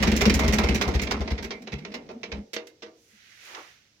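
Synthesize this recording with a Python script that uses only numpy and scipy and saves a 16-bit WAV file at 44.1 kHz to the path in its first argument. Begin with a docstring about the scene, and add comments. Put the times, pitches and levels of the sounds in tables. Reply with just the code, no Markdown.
"""Small diesel tractor running down

Heard outdoors from just above the sheet-metal hood. Gulps of air boom in a pipe, valve gear and
injection pump clatter ever more slowly over churning gears, and the last compression stalls the engine.
A lever clanks twice against its stop, and a jacket sleeve swishes past close by."""
import sys
import numpy as np
from scipy import signal
from scipy.fft import rfft, irfft
from scipy.io import wavfile
from scipy.ndimage import uniform_filter1d

SR = 44100
rng = np.random.default_rng(int(sys.argv[2]) if len(sys.argv) > 2 else 0)


def wav_out(sig):
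    """Save sig, one row per channel (or a flat mono array), as 16-bit PCM at SR to the path in sys.argv[1]."""
    wavfile.write(sys.argv[1], SR, np.round(np.clip(np.atleast_2d(sig).T, -1, 1) * 32767).astype(np.int16))


N = 176400
TIME = np.arange(N) / SR
HZ = np.fft.rfftfreq(N, 1 / SR)

# Gulps of air. Each row: start in seconds, deep boom level in dB, upper boom level in dB.
GULPS = [(0, -24, -23.5), (0.033, -20, -52.5), (0.073, -14.5, -15.5), (0.117, -16, -15.5),
         (0.161, -33, -34.5), (0.215, -17.5, -31), (0.26, -15, -10), (0.3, -13.5, -18.5),
         (0.345, -14.5, -36), (0.392, -26, -45.5), (0.435, -14, -42), (0.473, -12.5, -22.5),
         (0.525, -20, -18), (0.585, -37, -22), (0.629, -15, -60), (0.688, -14, -26.5), (0.747, -19, -21.5),
         (0.868, -16.5, -38), (0.945, -12, -35), (1.018, -27, -28), (1.126, -28.5, -29.5),
         (1.197, -20, -32), (1.309, -16, -30.5), (1.434, -36, -34), (1.727, -27.5, -32.5), (2.32, -28, -62),
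         (2.367, -32, -64), (3.126, -71, -56.5)]
# Pipe resonances, deep then upper. Each row: pitch in Hz, seconds to the peak, swell exponent, gain in dB.
PIPE_MODES = [(65.5, .017, 2.1, -2.5), (211, .016, 1.5, -1)]
# Tone of the rushing air. Each row: frequency in Hz, relative level in dB.
RUSH_EQ = [(70, -18), (130, 3.5), (300, -8), (420, -3), (2000, -47.5)]
def chugs():
    """Each gulp of air rushes, swells and dies in the pipe; the deep wave steepens at its height."""
    rush_db, rush_peak_s, detune, steepening = -6, 0.0099, 0.034, [.22, 0]
    boom, flow, t = np.zeros(N, complex), np.zeros(N), TIME[:SR // 5]
    puff = (t / rush_peak_s * np.exp(1 - t / rush_peak_s)) ** 2
    for (start, *levels), draws in zip(GULPS, rng.uniform(-0.92, 1, (len(GULPS), len(PIPE_MODES)))):
        add_at(flow, start, amp(np.mean(levels) + rush_db) * puff)
        for (hz, peak_s, power, gain_db), db, draw, edge in zip(PIPE_MODES, levels, draws, steepening):
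            swell = (t / peak_s * np.exp(1 - t / peak_s)) ** power
            wave = swell * np.exp(2j * np.pi * hz * (1 + detune * draw) * (t - peak_s))
            add_at(boom, start, -amp(db + gain_db) * (wave + edge * (wave ** 3 - wave ** 2)))
    boom = signal.sosfilt(signal.butter(2, 38, "high", fs=SR, output="sos"), boom)
    wide_boom = np.array([boom, boom * np.exp(-.27j)]).real  # the left side leads in phase
    rush = colour(grit(3.9) * flow, amp(read(RUSH_EQ, HZ)))
    return wide_boom * amp([[.7], [-.7]]) + spread(rush)


# Engine knocks. Each row: start and length in seconds, then body, clack and sizzle levels in dB.
KNOCK_HITS = [(0.024, 0.013, -30.5, -24.5, -34), (0.07, 0.014, -32, -27, -44),
              (0.115, 0.007, -65.5, -29, -38.5), (0.162, 0.012, -56.5, -36, -30.5),
              (0.208, 0.014, -28.5, -25, -33), (0.253, 0.012, -27, -24.5, -38),
              (0.296, 0.0052, -40, -21.5, -33.5), (0.339, 0.015, -35, -31, -32),
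              (0.391, 0.008, -29.5, -27, -35), (0.433, 0.018, -29, -36, -45),
              (0.478, 0.0084, -31, -29.5, -36), (0.524, 0.022, -32.5, -31.5, -34),
              (0.584, 0.0048, -26.5, -22, -31.5), (0.634, 0.012, -28, -30.5, -44),
              (0.686, 0.0059, -31.5, -27, -40), (0.744, 0.019, -66, -31.5, -38),
              (0.811, 0.015, -31.5, -26, -36.5), (0.876, 0.016, -28.5, -38, -45.5),
              (0.938, 0.021, -37.5, -34.5, -47.5), (0.992, 0.0095, -51, -33, -54),
              (1.015, 0.022, -40, -35, -39.5), (1.07, 0.0062, -36.5, -35, -72),
              (1.108, 0.014, -34.5, -27, -40.5), (1.205, 0.016, -34, -40, -55.5),
              (1.274, 0.0076, -36.5, -36, -79), (1.303, 0.017, -41.5, -36, -61),
              (1.377, 0.015, -39.5, -39, -77), (1.425, 0.0084, -51, -39.5, -48),
              (1.44, 0.013, -40.5, -39.5, -48), (1.505, 0.014, -37, -35, -64),
              (1.619, 0.0084, -76, -51, -57), (1.67, 0.012, -43, -41.5, -78), (1.719, 0.021, -43, -40, -63),
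              (1.783, 0.0084, -64, -48.5, -62), (1.848, 0.0049, -40.5, -37.5, -83),
              (1.918, 0.0085, -48, -46.5, -68), (1.939, 0.013, -37, -35, -53.5),
              (2.088, 0.026, -42, -50.5, -94), (2.231, 0.01, -42, -36, -71), (2.316, 0.01, -36, -35.5, -81)]
# Tone of the clatter. Each row: frequency in Hz, relative level in dB.
CLATTER_EQ = [(290, -17.5), (400, 4), (560, -6), (760, -6), (1000, -12.5), (1530, -13), (2140, -3.5),
              (2980, -11), (5700, -12), (7320, -29.5), (8640, -46), (16000, -46.5)]
def clatter():
    """Valve gear and injection pump knock under the hood and set it ringing."""
    knocks = bursts(KNOCK_HITS, CLATTER_EQ, gains_db=[1, 0.3, 1.5],
                    attack_s=0.002, releases_s=[.011, .006, .006], grain_db=3.1)
    return hood(knocks, ring_db=-30, tail_db=-8) + struck(KNOCK_HITS, HOOD_MODES, low_db=-2, high_db=-12)


def pings():
    """Each knock lands on a different part and rings six short modes of its own."""
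    low_hz, high_hz, gain_db, t60_s = 900, 6500, -5, .07
    t, out = TIME[:SR // 5], np.zeros((2, N))
    for start, length, _, clack_db, _ in KNOCK_HITS:
        spot, *phases = rng.random(size=(3, 6, 1))
        hz = low_hz * (high_hz / low_hz) ** spot
        modes = amp(read(CLATTER_EQ, hz)) * np.sin(2 * np.pi * (hz * t + np.array(phases)))
        attack = np.minimum(2 * t / length, 1)
        decay = amp(clack_db + gain_db - 60 * np.maximum(t - length, 0) / t60_s)
        add_at(out, start, unit(modes.sum(1)) * attack * decay)
    return out


# Heavy pump strokes, one per engine cycle. Each row: start in seconds, level in dB.
PUMP_STROKES = [(0.027, -25.5), (0.209, -25), (0.389, -27), (.586, -25), (0.81, -26.5), (1.104, -27.5)]
# Hollow tone of the engine block. Each row: frequency in Hz, relative level in dB.
BARK_EQ = [(500, -14), (850, 0), (1300, -2), (1700, -14)]
def pump():
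    """Each stroke of the injection pump makes the block bark."""
    rise_s, decay_s, cutoff_hz = 0.0058, 0.042, 2 * BANDS_HZ[1]
    force = np.zeros(N)
    for start, db in PUMP_STROKES:
        t = np.maximum(TIME - start, 0)
        force += amp(db) * np.minimum(t / rise_s, 1) * np.exp(-t / decay_s)
    return colour(grit(5.1) * force, amp(read(BARK_EQ, HZ)) / (1 + (HZ / cutoff_hz) ** 10))


# Fade of the gears and belts. Each row: time in seconds, level in dB.
CHURN_FADE = [(0, -28), (.7, -29.5), (1.15, -35.5), (1.4, -40), (1.62, -46.5), (1.9, -43.5), (2.2, -51),
              (2.38, -39.5), (2.56, -82)]
# Tone of their rumble. Each row: frequency in Hz, relative level in dB.
CHURN_EQ = [(25, -51.5), (45, -12.5), (137, -13), (215, 4), (400, -9.5), (1020, -19.5), (2210, -20.5),
            (5050, -31), (8770, -43.5), (16000, -64.5)]
DULLING = 0.5  # extra dB of treble lost per dB of fade
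def churn():
    """Gears and belts rumble, fading and dulling as the engine slows."""
    level_db = curve(CHURN_FADE)
    rumble = colour(grit(2.2) * amp(level_db), amp(read(CHURN_EQ, HZ)))
    gears = hood(rumble, ring_db=-30.5, tail_db=-34)
    bass = signal.sosfilt(signal.butter(1, BANDS_HZ[0], fs=SR, output="sos"), gears)
    return bass + (gears - bass) * amp(DULLING * (level_db - level_db.max()))


# Tone of the shudder. Each row: frequency in Hz, relative level in dB.
SHUDDER_EQ, SHUDDER_DB = [(35, -24), (70, 3), (140, -22.5)], -4.5
def shudder():
    """The engine shakes on its mounts until just after the last heavy pump stroke."""
    envelope = amp(curve(CHURN_FADE) + SHUDDER_DB) * (TIME < PUMP_STROKES[-1][0] + .4)
    tone = amp(read(SHUDDER_EQ, HZ)) / (1 + (HZ / BANDS_HZ[0]) ** 2)
    return colour(rng.standard_normal((2, N)) * envelope, tone)


# Intake groans. Each row: start in seconds, length in seconds, pitch in Hz, peak level in dB.
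INTAKE_GROANS = [(1.537, 0.15, 224, -42.5), (2.12, 0.1, 228, -37.5), (2.346, .09, 204.7, -38.5)]
# Note of the trapped air. Each row: time in seconds, pitch in Hz, level in dB.
SQUEEZE_GLIDE = [(1.7, 125, -70), (1.73, 130, -35), (1.82, 152, -42), (1.87, 188, -45), (1.93, 210, -41),
                 (1.97, 250, -39), (2.02, 320, -62)]
def intake():
    """The intake groans, and trapped air rises in pitch as the piston climbs."""
    groans = np.zeros(N)
    for start, length, hz, db in INTAKE_GROANS:
        swell = [(start, hz, db - 10), (start + length / 2, hz, db), (start + length, hz, db - 10)]
        groans += hollow_note(swell, waver=.06, flutter_db=3)
    return groans + hollow_note(SQUEEZE_GLIDE, waver=.012, flutter_db=1.5)


# Buzzes of a loose steel part. Each row: start in seconds, level in dB.
STEEL_BUZZES = [(0.393, -32.5), (0.588, -39), (0.665, -37.5), (0.83, -43.5), (1.51, -46.5), (1.785, -58)]
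# Its closely spaced modes, in Hz.
STEEL_HZ = [2080, 2150, 2310]
def loose_steel():
    """Set singing by some of the knocks, a loose steel part buzzes briefly and dies."""
    rise_s, hold_s, decay_s = 0.0058, .05, .025
    envelope = np.zeros(N)
    for start, db in STEEL_BUZZES:
        t = TIME - start
        envelope += amp(db) * np.clip(t / rise_s, 0, 1) * np.exp(-np.maximum(t - hold_s, 0) / decay_s)
    wander = np.cumsum(rng.standard_normal((len(STEEL_HZ), 2, N)), axis=2) * .05
    buzz = sum(np.sin(2 * np.pi * hz * TIME + phase) for hz, phase in zip(STEEL_HZ, wander))
    return envelope * unit(buzz)


def rattle():
    """Loose linkages tick at random while the engine shakes."""
    level_db = curve(CHURN_FADE)
    envelope = amp(level_db - 12 + DULLING * (level_db - level_db.max()))
    return colour(grit(6.5) * envelope, band(CLATTER_EQ, 1))


# Lever hits. Each row: start and length in seconds, then body, clack and sizzle levels in dB.
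LEVER_HITS = [(2.532, 0.012, -43, -35.5, -43), (2.563, 0.0027, -35.5, -31.5, -69),
              (2.669, 0.0063, -82, -49.5, -54), (2.821, 0.014, -44, -44, -86),
              (2.862, 0.01, -49.5, -59, -97)]
# Tone of the hits. Each row: frequency in Hz, relative level in dB.
LEVER_EQ = [(290, -11), (468, -9.5), (640, -20), (845, -21), (1880, -13), (6040, -16.5), (8400, -40.5),
            (16000, -47)]
# Ring of the bracket. Each row: pitch in Hz, level in dB, seconds to fall 60 dB.
BRACKET_MODES = [(215, -6, .18), (395, -8, .2), (474, 0, .38), (635, -2, .27), (2050, 1, .07),
                 (2110, -15, .28), (3200, -2, .06)]
def lever():
    """The lever strikes its stop and sets its bracket ringing."""
    hits = bursts(LEVER_HITS, LEVER_EQ, gains_db=[-2, 1, 1],
                  attack_s=0.0013, releases_s=[.011, .0075, .007], grain_db=1.9)
    return hood(hits, ring_db=-18, tail_db=-7) + struck(LEVER_HITS, BRACKET_MODES, low_db=1, high_db=0)


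# Pass of the sleeve. Each row: time in seconds, then low rub, swish and treble levels in dB.
SLEEVE_PASS = [(3.0, -91, -74.5, -62.5), (3.2, -83, -59.5, -71), (3.39, -73, -56, -65),
               (3.46, -60, -50, -56.5), (3.58, -42.5, -50, -61.5), (3.7, -64.5, -56.5, -66.5),
               (4, -115, -82.5, -94.5)]
# Cloth snag. Each row: start and length in seconds, then body, clack and sizzle levels in dB.
SLEEVE_SNAGS = [(3.546, .004, -51, -37.5, -76)]
# Tone of the cloth. Each row: frequency in Hz, relative level in dB.
SLEEVE_EQ = [(290, -6.5), (710, -5.5), (2160, 0.5), (3710, -5.5), (6250, -8.5), (8120, -31.5), (16000, -39)]
def sleeve():
    """Smooth cloth slides, rubs harder and snags."""
    slide = sum(colour(grit(1.2) * amp(curve(SLEEVE_PASS, column=k + 1) + db), band(SLEEVE_EQ, k))
                for k, db in enumerate([0, 1.5, 1.5]))
    fade_in = np.clip((TIME - 2.93) / 0.18, 0, 1)
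    snag = bursts(SLEEVE_SNAGS, SLEEVE_EQ, gains_db=[0, 0, 0],
                  attack_s=0.0031, releases_s=[.02, .01, .01], grain_db=1.9)
    return slide * fade_in + snag


# Ring of the sheet metal. Each row: pitch in Hz, level in dB, seconds to fall 60 dB.
HOOD_MODES = [(408, -3, .25), (471, -3, .3), (631, -3, .3), (916, -8, .2), (1048, -6, .22), (1377, -9, .18),
              (1959, -4, .2), (2110, -3, .24), (2315, -3, .2), (2784, -8, .18), (3714, -9, .18)]
# Reverb of the engine bay and yard. Each row: frequency in Hz, seconds to fall 60 dB.
REVERB_TIMES = [(200, 0.5), (600, 0.54), (1200, 0.23), (2500, 0.19), (6000, 0.12)]
def hood(x, ring_db, tail_db):
    """Adds the ring of the sheet metal and a dense tail of reflections."""
    t = TIME[:SR // 2]
    ring = sum(amp(db - 60 * t / t60) * np.sin(2 * np.pi * hz * t) / np.sqrt(t60)
               for hz, db, t60 in HOOD_MODES)
    hz, frame_s, noise = signal.stft(rng.standard_normal((2, len(t))), SR, nperseg=256)
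    decay = amp(-60 * frame_s / read(REVERB_TIMES, hz)[:, None])
    tail = signal.istft(noise * decay, SR, nperseg=256)[1][:, :len(t)] * np.minimum(t / 0.012, 1)
    response = amp(ring_db) * unit(ring) + amp(tail_db) * unit(tail)
    return x + convolve(x, response / np.sqrt(len(t)))


# Tone of the outdoor bed. Each row: frequency in Hz, relative level in dB.
YARD_EQ = [(30, -16.5), (90, 2.5), (1000, -16), (6000, -8.5), (9000, -28.5)]
def yard_air():
    """Faint hiss of the open yard."""
    return amp(-66) * colour(rng.standard_normal((2, N)), amp(read(YARD_EQ, HZ)))


# Stereo balance. Each row: frequency in Hz, left minus right in dB.
BALANCE = [(60, 3.5), (240, -1), (500, 0.5), (950, -0.5), (1900, -9), (3800, -6), (7500, -2), (15000, -5.5)]
# Stereo likeness. Each row: frequency in Hz, left-right correlation.
LIKENESS = [(250, 0.93), (500, 0.83), (1000, 0)]
def spread(x):
    """Stereo image: bass alike on both sides, treble wide and leaning right."""
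    a, b = rfft(x)
    angle = np.arccos(np.clip(read(LIKENESS, HZ), -1, 1)) / 2
    mid, side = a * np.cos(angle), b * np.sin(angle)
    lean = amp(read(BALANCE, HZ) / 2)
    return irfft([(mid + side) * lean, (mid - side) / lean], N)


def bursts(hits, eq, gains_db, attack_s, releases_s, grain_db):
    """Each hit is a burst of tiny impacts in three bands, with attack, hold and release."""
    t, out = TIME[:SR // 4], np.zeros((2, N))
    attack = np.minimum(t / attack_s, 1)
    for k, (gain_db, release_s) in enumerate(zip(gains_db, releases_s)):
        power = np.zeros(N)
        for start, length, *levels in hits:
            release = np.exp(-np.maximum(t - length, 0) / release_s)
            add_at(power, start, (amp(levels[k] + gain_db) * attack * release) ** 2)
        out += colour(grit(grain_db) * np.sqrt(power), band(eq, k))
    return out


def struck(hits, modes, low_db, high_db):
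    """Each hit rings the modes: the low ones by its body, the high ones by its clack."""
    t, out = TIME[:SR // 2], np.zeros((2, N))
    rings = np.array([amp(db - 60 * t / t60) * np.exp(2j * np.pi * hz * t) for hz, db, t60 in modes])
    is_low = np.array(modes)[:, 0] < BANDS_HZ[1]
    for (start, length, body, clack, _), phases in zip(hits, rng.random((len(hits), len(modes)))):
        push = amp(np.where(is_low, body + low_db, clack + high_db)) * np.exp(2j * np.pi * phases)
        wave = (push @ rings) * np.minimum(t / length, 1)
        add_at(out, start, np.array([wave.real, wave.imag]))
    return out


def hollow_note(glide, waver, flutter_db):
    """A wavering air resonance that follows a pitch and level curve."""
    drift, flutter = (unit(uniform_filter1d(uniform_filter1d(noise, size=500), size=500))
                      for noise in rng.standard_normal((2, N)))
    cycles = np.cumsum(curve(glide) * (1 + waver * drift)) / SR
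    gate = (TIME > glide[0][0]) & (TIME < glide[-1][0])
    return gate * amp(curve(glide, column=2) + flutter_db * flutter) * np.sin(2 * np.pi * cycles)


def grit(grain_db):
    """Stereo noise of tiny uneven impacts; more grain_db makes it coarser."""
    sizes = np.minimum(rng.exponential(1, N // 18 + 1), 4)
    return unit(amp(grain_db * np.repeat(sizes, 18)[:N]) * rng.standard_normal((2, N)))


# Edges of the body, clack and sizzle bands, in Hz.
BANDS_HZ = [290, 1400, 8200, 16500]
def band(eq, index):
    """Gain curve for one band of an EQ: 0 body, 1 clack, 2 sizzle."""
    low, high = BANDS_HZ[index:index + 2]
    return amp(read(eq, HZ)) / np.sqrt((1 + (low / (HZ + 1)) ** 12) * (1 + (HZ / high) ** 20))


def colour(x, gain):
    """Minimum-phase EQ with the given shape, scaled to unit energy."""
    log_gain = np.log(np.maximum(unit(gain), 1e-4))
    mirrored = np.r_[log_gain, log_gain[-2:0:-1]]
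    response = np.fft.ifft(np.exp(np.conj(signal.hilbert(mirrored)))).real
    return convolve(x, response[:4096])


def convolve(x, response):
    """Filters each channel."""
    return signal.fftconvolve(np.atleast_2d(x), np.atleast_2d(response), axes=1)[:, :N]


def add_at(track, start_s, sound):
    """Mixes a sound into a track."""
    track[..., int(start_s * SR):][..., :sound.shape[-1]] += sound


def curve(rows, column=1):
    """One column of a time table at every sample."""
    rows = np.array(rows)
    return np.interp(TIME, rows[:, 0], rows[:, column])


def read(rows, hz):
    """Reads a table on a log-frequency axis."""
    row_hz, values = np.transpose(rows)
    return np.interp(np.log(hz + 1), np.log(row_hz), values)


def amp(db):
    """Decibels to gain."""
    return 10 ** (np.asarray(db) / 20)


def unit(x):
    """Scales to rms 1."""
    return x / np.sqrt(np.mean(x ** 2) + 1e-20)


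def scene():
    """Engine, lever and sleeve in the yard."""
    machinery = clatter() + rattle() + pings() + loose_steel() + pump() + churn() + shudder()
    return spread(machinery + lever() + sleeve() + yard_air()) + chugs() + intake()


def record(dry):
    """A steep low-pass trims the very top of the treble."""
    lowpass = signal.firwin(511, cutoff=16300, window=("kaiser", 9), fs=SR)
    return signal.oaconvolve(dry, lowpass[None], "same")


dry = scene()
out = record(dry)
wav_out(out)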